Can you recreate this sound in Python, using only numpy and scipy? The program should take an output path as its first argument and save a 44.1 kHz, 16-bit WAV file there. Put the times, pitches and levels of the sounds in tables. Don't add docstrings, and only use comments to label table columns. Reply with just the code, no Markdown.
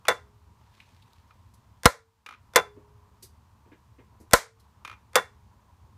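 import sys
import numpy as np
from scipy import signal
from scipy.fft import rfft, irfft
from scipy.io import wavfile
from scipy.ndimage import uniform_filter1d

SR = 44100
rng = np.random.default_rng(int(sys.argv[2]) if len(sys.argv) > 2 else 0)


def master(y):
    cut = np.clip(np.atleast_2d(y).T, -1, 1)
    pcm = np.round(cut * 32767)
    wavfile.write(sys.argv[1], SR, pcm.astype(np.int16))


N = 263277

# start_s, stop_name, shell_db, hull_db, treble_db,
# push_db, push_lowest_hz, room_db, spring_db, slack_db
SLAMS = [(0.0831, "front", 22.5, -17.5, -6.5, -46, 54, -15, -56.5, -27),
         (1.8565, "rear", 33, -7.5, 0, 0.5, 58.06, -24.5, -48, -5),
         (2.5590, "front", 25, -13, 2.5, -28.5, 45.5, -32.5, -46.5, -12.5),
         (4.3341, "rear", 30, -8.5, 3, -9.5, 36.6, -16, -45, -9.5),
         (5.1557, "front", 23.5, -16.5, -0.5, -45, 55.76, -19, -61, -16)]
STOPS = {"rear": (0.091, .62, 450, 0.57, 3.5), "front": (1, 0.99, 415, 1.2, -6)}
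# pitch_hz, level_db_per_hz, ring_s
SHELL = [(147.74, -18.5, 0.11), (318, -21, 0.14), (520, -4, 0.069), (1010, -2, .058), (1390, 0, 0.078),
         (2130, -2, 0.015), (2490, -13, .04), (3000, -16, 0.078), (3760, -9.5, 0.032), (6350, -9.5, 0.027),
         (10140, -15, 0.031), (12900, -17, .024), (15300, -25, 0.02)]
# pitch_hz, level_db_per_hz, ring_s
ROOM = [(150, -4, .2), (500, -2, .22), (1500, 1, .24), (3000, 0, .24), (6000, 0, .23), (10000, -1, .19),
        (15000, -2, .145)]


def amp(db):
    return 10 ** (np.asarray(db) / 20)


def evened(x):
    return x / np.sqrt(np.mean(x ** 2) + 1e-30)


def curve_at(points, hz):
    pitches, values = np.transpose(points)
    return np.interp(np.log(hz + 1), np.log(pitches + 1), values)


def clock(size):
    return np.arange(size) / SR


def add(mix, start_s, sound):
    part = mix[round(start_s * SR):][:len(sound)]
    part += sound[:len(part)]


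def filtered(x, hz, kind, order=2):
    return signal.sosfilt(signal.butter(order, hz, kind, fs=SR, output="sos"), x)


def noise(colour):
    gains = amp(curve_at(colour, np.fft.rfftfreq(N, 1 / SR)))
    return evened(irfft(rfft(rng.standard_normal(N)) * gains, N))


def dense_ring(bands, swell_cycles, treble_db=0, size=10240):
    t, hz = clock(size), np.fft.rfftfreq(size, 1 / SR)
    centres, out = np.transpose(bands)[0], np.zeros(size)
    for (centre, db, ring_s), pick in zip(bands, np.eye(len(bands))):
        share = curve_at(np.c_[centres, pick], hz) * (hz > centres[0] / 2)
        band = irfft(np.sqrt(share) * np.exp(2j * np.pi * rng.random(len(hz))))
        band *= amp(-60 * t / ring_s) * (1 - np.exp(-t * centre / swell_cycles))
        hardness = centre ** 2 / (centre ** 2 + 3500 ** 2)
        out += amp(db + treble_db * hardness) * np.sqrt(share.mean()) * band / np.linalg.norm(band)
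    return out


def clear_ring(tones, swell_s):
    t = clock(8192)
    ring = sum((-1) ** k * amp(db - 60 * t / ring_s) * np.sin(2 * np.pi * hz * t)
               for k, (hz, db, ring_s) in enumerate(tones))
    return ring * (1 - np.exp(-t / swell_s))


def damped(tones, ring_factor):
    return [(hz, db, ring_s * ring_factor) for hz, db, ring_s in tones]


def in_room(x, room_db, delay_s=.007):
    tail = np.r_[np.zeros(round(delay_s * SR)), dense_ring(ROOM, swell_cycles=3)]
    return x + amp(room_db) * signal.fftconvolve(x, tail)[:len(x)]


def room_wash(bands, treble_db, delay_s=.006):
    ring_times = [(hz, ring_s) for hz, _, ring_s in ROOM]
    echo_bands = [(hz, db, curve_at(ring_times, hz)) for hz, db, _ in bands]
    tail = dense_ring(echo_bands, swell_cycles=3, treble_db=treble_db)
    return np.r_[np.zeros(round(delay_s * SR)), tail]


def hum_dips(fall_s=.086, recover_s=.1):
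    # start_s, length_s, depth_db
    dips = [(1.815, 0.512, -10), (4.33, .17, -11)]
    t = clock(N)
    return sum(db * np.clip(np.minimum((t - s) / fall_s, 1 - (t - s - length_s) / recover_s), 0, 1)
               for s, length_s, db in dips)


def background():
    # pitch_hz, level_db_per_hz
    colour = [(20, -26.5), (45, -11), (70, 1.5), (108, 0), (150, -13.5), (205, -13), (300, -22.5),
              (550, -26), (760, -24), (960, -14.5), (1400, -27.5), (2200, -34), (7000, -39.5), (11000, -45),
              (15500, -43.5)]
    steady = amp(-58) * noise(colour)
    hum, body = (signal.sosfiltfilt(signal.butter(2, hz, fs=SR, output="sos"), steady)
                 for hz in (400, 1600))
    whirr, hiss = body - hum, steady - body
    hum_db, whirr_db = (1.7 * evened(filtered(rng.standard_normal(N), 9, "lowpass")) for _ in range(2))
    dip_db = hum_dips()
    return amp(dip_db) * (hum * amp(hum_db) + whirr * amp(whirr_db)) + hiss * amp(.5 * dip_db)


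def sleeve(peak_s=.8, rise_db_per_s=67, fall_db_per_s=20, snags_per_s=45, snag_s=.0015):
    # pitch_hz, level_db_per_hz
    colour = [(500, -22), (1500, -2.5), (2500, -2), (4200, -3.5), (7000, -12), (15000, -23)]
    t = clock(N) - peak_s
    level_db = -67 + np.minimum(rise_db_per_s * t, -fall_db_per_s * t)
    grain_db = 2.2 * evened(uniform_filter1d(rng.standard_normal(N), size=400))
    catches = (rng.random(N) < snags_per_s / SR) * np.minimum(rng.exponential(1, N), 2)
    snags = signal.oaconvolve(catches, np.exp(-clock(1024) / snag_s))[:N]
    return amp(level_db) * evened(noise(colour) * (amp(grain_db) + amp(3.5) * snags))


def scuff(band_hz, length_s, size=12000):
    age = 2 * clock(size) / length_s
    return evened(filtered(rng.standard_normal(size), band_hz, "bandpass")) * age * np.exp(1 - age)


def handling(bump_s=.023, thud_hz=(247, 440), rub_hz=1939, fizz_hz=(7000, 13000)):
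    # start_s, thud_db, rub_db
    bumps = [(2.762, -51, -76), (3.223, -56.5, -67), (3.652, -60, -75), (3.715, -54, -60),
             (3.982, -54, -63.5), (4.199, -52, -75)]
    # start_s, level_db, pitch_hz, length_s
    scrapes = [(0.801, -46, 2400, 0.0044), (1.021, -59.5, 3280, 0.0069), (1.133, -56.5, 4280, 0.0011),
               (1.537, -69, 5200, 0.012), (3.224, -51.5, 5064, .018), (4.198, -70, 5180, 0.024),
               (4.596, -66.5, 4505, 0.012)]
    out = np.zeros(N)
    around = np.array([1 / 1.3, 1.3])
    for s, thud_db, rub_db in bumps:
        add(out, s, amp(thud_db) * scuff(thud_hz, bump_s) + amp(rub_db) * scuff(rub_hz * around, bump_s))
    for s, db, hz, length_s in scrapes:
        fizz_db = 25 * np.log2(hz / 4777)
        add(out, s, amp(db) * (scuff(hz * around, length_s) + amp(fizz_db) * scuff(fizz_hz, length_s)))
    return in_room(out, room_db=-9)


def lever_bounces(gap_shrink=.78, fade_db=-2.5, dulling_db=-2.5):
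    # start_s, level_db, treble_db, first_gap_s, length_s
    drops = [(0.052, -3, -10.5, .017, .024), (1.307, -18, -17, .02, .01), (2.262, -2, -6, .0261, .095),
             (4.849, 0.5, -5, 0.027, .11)]
    rows = []
    for s, db, treble_db, gap_s, length_s in drops:
        delays = np.r_[0, np.cumsum(gap_s * gap_shrink ** np.arange(5))]
        rows += [(s + delay, db + k * fade_db, treble_db + k * dulling_db)
                 for k, delay in enumerate(delays) if delay < length_s]
    return rows


def lever():
    # pitch_hz, level_db_per_hz, ring_s
    click_bands = [(450, -15, 0.04), (760, -20.5, 0.02), (1300, -2, 0.023), (1750, -8, 0.026),
                   (2400, -3, .023), (2830, -8, 0.028), (4440, -14.5, .024), (7490, -25.5, .03),
                   (9000, -22, .03), (13920, -33, .03)]
    # pitch_hz, level_db, ring_s
    hollow_tones = [(1380, -3.5, 0.017), (1260, 2.5, 0.03), (2420, -2.5, 0.065), (2431, -3.5, .03)]
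    out = np.zeros(N)
    ring = amp(-34) * in_room(clear_ring(hollow_tones, swell_s=.0011), room_db=-17)
    for s, db, treble_db in lever_bounces():
        click = dense_ring(click_bands, swell_cycles=2.5, treble_db=treble_db, size=4096)
        add(out, s, amp(db + 1.5) * click)
        add(out, s, amp(db - 8) * room_wash(click_bands, treble_db))
        add(out, s, amp(db) * ring)
    return out


def hull_ring(place, ring_factor):
    # pitch_hz, rear_db, front_db, ring_s
    hull_tones = [(216.73, -23, -18, 0.039), (401, -24.5, -12.5, 0.097), (457, -8.5, -3.5, 0.11),
                  (493.6, -1, 2, 0.11), (572, -3.5, -15.5, 0.098), (672, -5, -3.5, 0.09),
                  (840, 1.5, -7, 0.048), (987, -8, -5, 0.098), (1030, 0.5, -2.5, 0.1),
                  (1135, -14.5, -10, 0.07), (1337, 0, -7.5, .085), (1414, -5, -9.5, 0.11),
                  (1454, -14.5, -10.5, .10), (1687, -12.5, -11, 0.082), (1779, -3.5, -12.5, 0.057),
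                  (1955, -6.5, -6, 0.082), (2050, -18, -5.5, 0.064), (2160, -6, -4, 0.062),
                  (2292, -16, -9, .08), (2727, -15.5, -11, 0.077), (3430, -34, -33, 0.25),
                  (3496, -13, 3, 0.048), (3717, -14.5, -21, 0.053), (3846, -10.5, -21.5, 0.076),
                  (4160, -13, -25, 0.11), (4600, -14, -18, 0.034), (5760, -16, -14, 0.03),
                  (6200, -6.5, -10, 0.042)]
    tones = [(hz, (1 - place) * rear_db + place * front_db, ring_s)
             for hz, rear_db, front_db, ring_s in hull_tones]
    return clear_ring(damped(tones, ring_factor), swell_s=.0017)


def latch_contacts(lead_s=.023, catch_s=.0096, rebound_s=.0177, rebound_gap_s=.0098):
    rows = []
    for s, stop, shell_db, _, treble_db, *_, slack_db in SLAMS:
        *_, slack_treble_db = STOPS[stop]
        rows += [(s - lead_s * .49 ** k, slack_db + 3.5 * k, slack_treble_db - 10 * k, .62)
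                 for k in range(3)]
        if stop == "front":
            rows += [(s + catch_s, shell_db - 18, treble_db + 5.5, .66)]
            rows += [(s + rebound_s + k * rebound_gap_s, shell_db - 6 - 5 * k, treble_db - 24.5, .73)
                     for k in range(3)]
    return rows


def latch_ticks():
    out = np.zeros(N)
    for s, db, treble_db, ring_factor in latch_contacts():
        tick = dense_ring(damped(SHELL, ring_factor), swell_cycles=.82, treble_db=treble_db, size=4096)
        add(out, s, amp(db) * tick)
        add(out, s, amp(db - 42) * hull_ring(1, ring_factor))
    return in_room(out, room_db=-16)


def air_push(low_hz, high_hz=305):
    push = filtered(signal.unit_impulse(16384), low_hz, "highpass", order=4)
    push = filtered(push, high_hz, "lowpass", order=3)
    return push / abs(push).max()


def spring(hz, ring_s):
    t = clock(SR)
    return amp(-60 * t / ring_s) * np.sin(2 * np.pi * hz * t)


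def latch_slams():
    out = np.zeros(N)
    for s, stop, shell_db, hull_db, treble_db, push_db, push_hz, room_db, spring_db, _ in SLAMS:
        place, ring_factor, spring_hz, spring_ring_s, _ = STOPS[stop]
        crack = dense_ring(damped(SHELL, ring_factor), swell_cycles=.41, treble_db=treble_db, size=4096)
        add(out, s, amp(shell_db) * crack)
        add(out, s, amp(shell_db + room_db) * room_wash(SHELL, treble_db))
        add(out, s, amp(hull_db) * in_room(hull_ring(place, ring_factor), room_db=-22.5))
        add(out, s, amp(push_db) * air_push(push_hz))
        add(out, s, amp(spring_db) * spring(spring_hz, spring_ring_s))
    return out


def scene():
    return (latch_slams() + latch_ticks() + lever() + handling() + sleeve() + background())[None]


def record(dry, ceiling=.61, top_hz=15400):
    clipped = dry / (1 + (dry / ceiling) ** 8) ** (1 / 8)
    treble_cut = signal.firwin(127, top_hz, window=("kaiser", 9), fs=SR)
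    return signal.oaconvolve(clipped, treble_cut[None], "same")


dry = scene()
out = record(dry)
master(out)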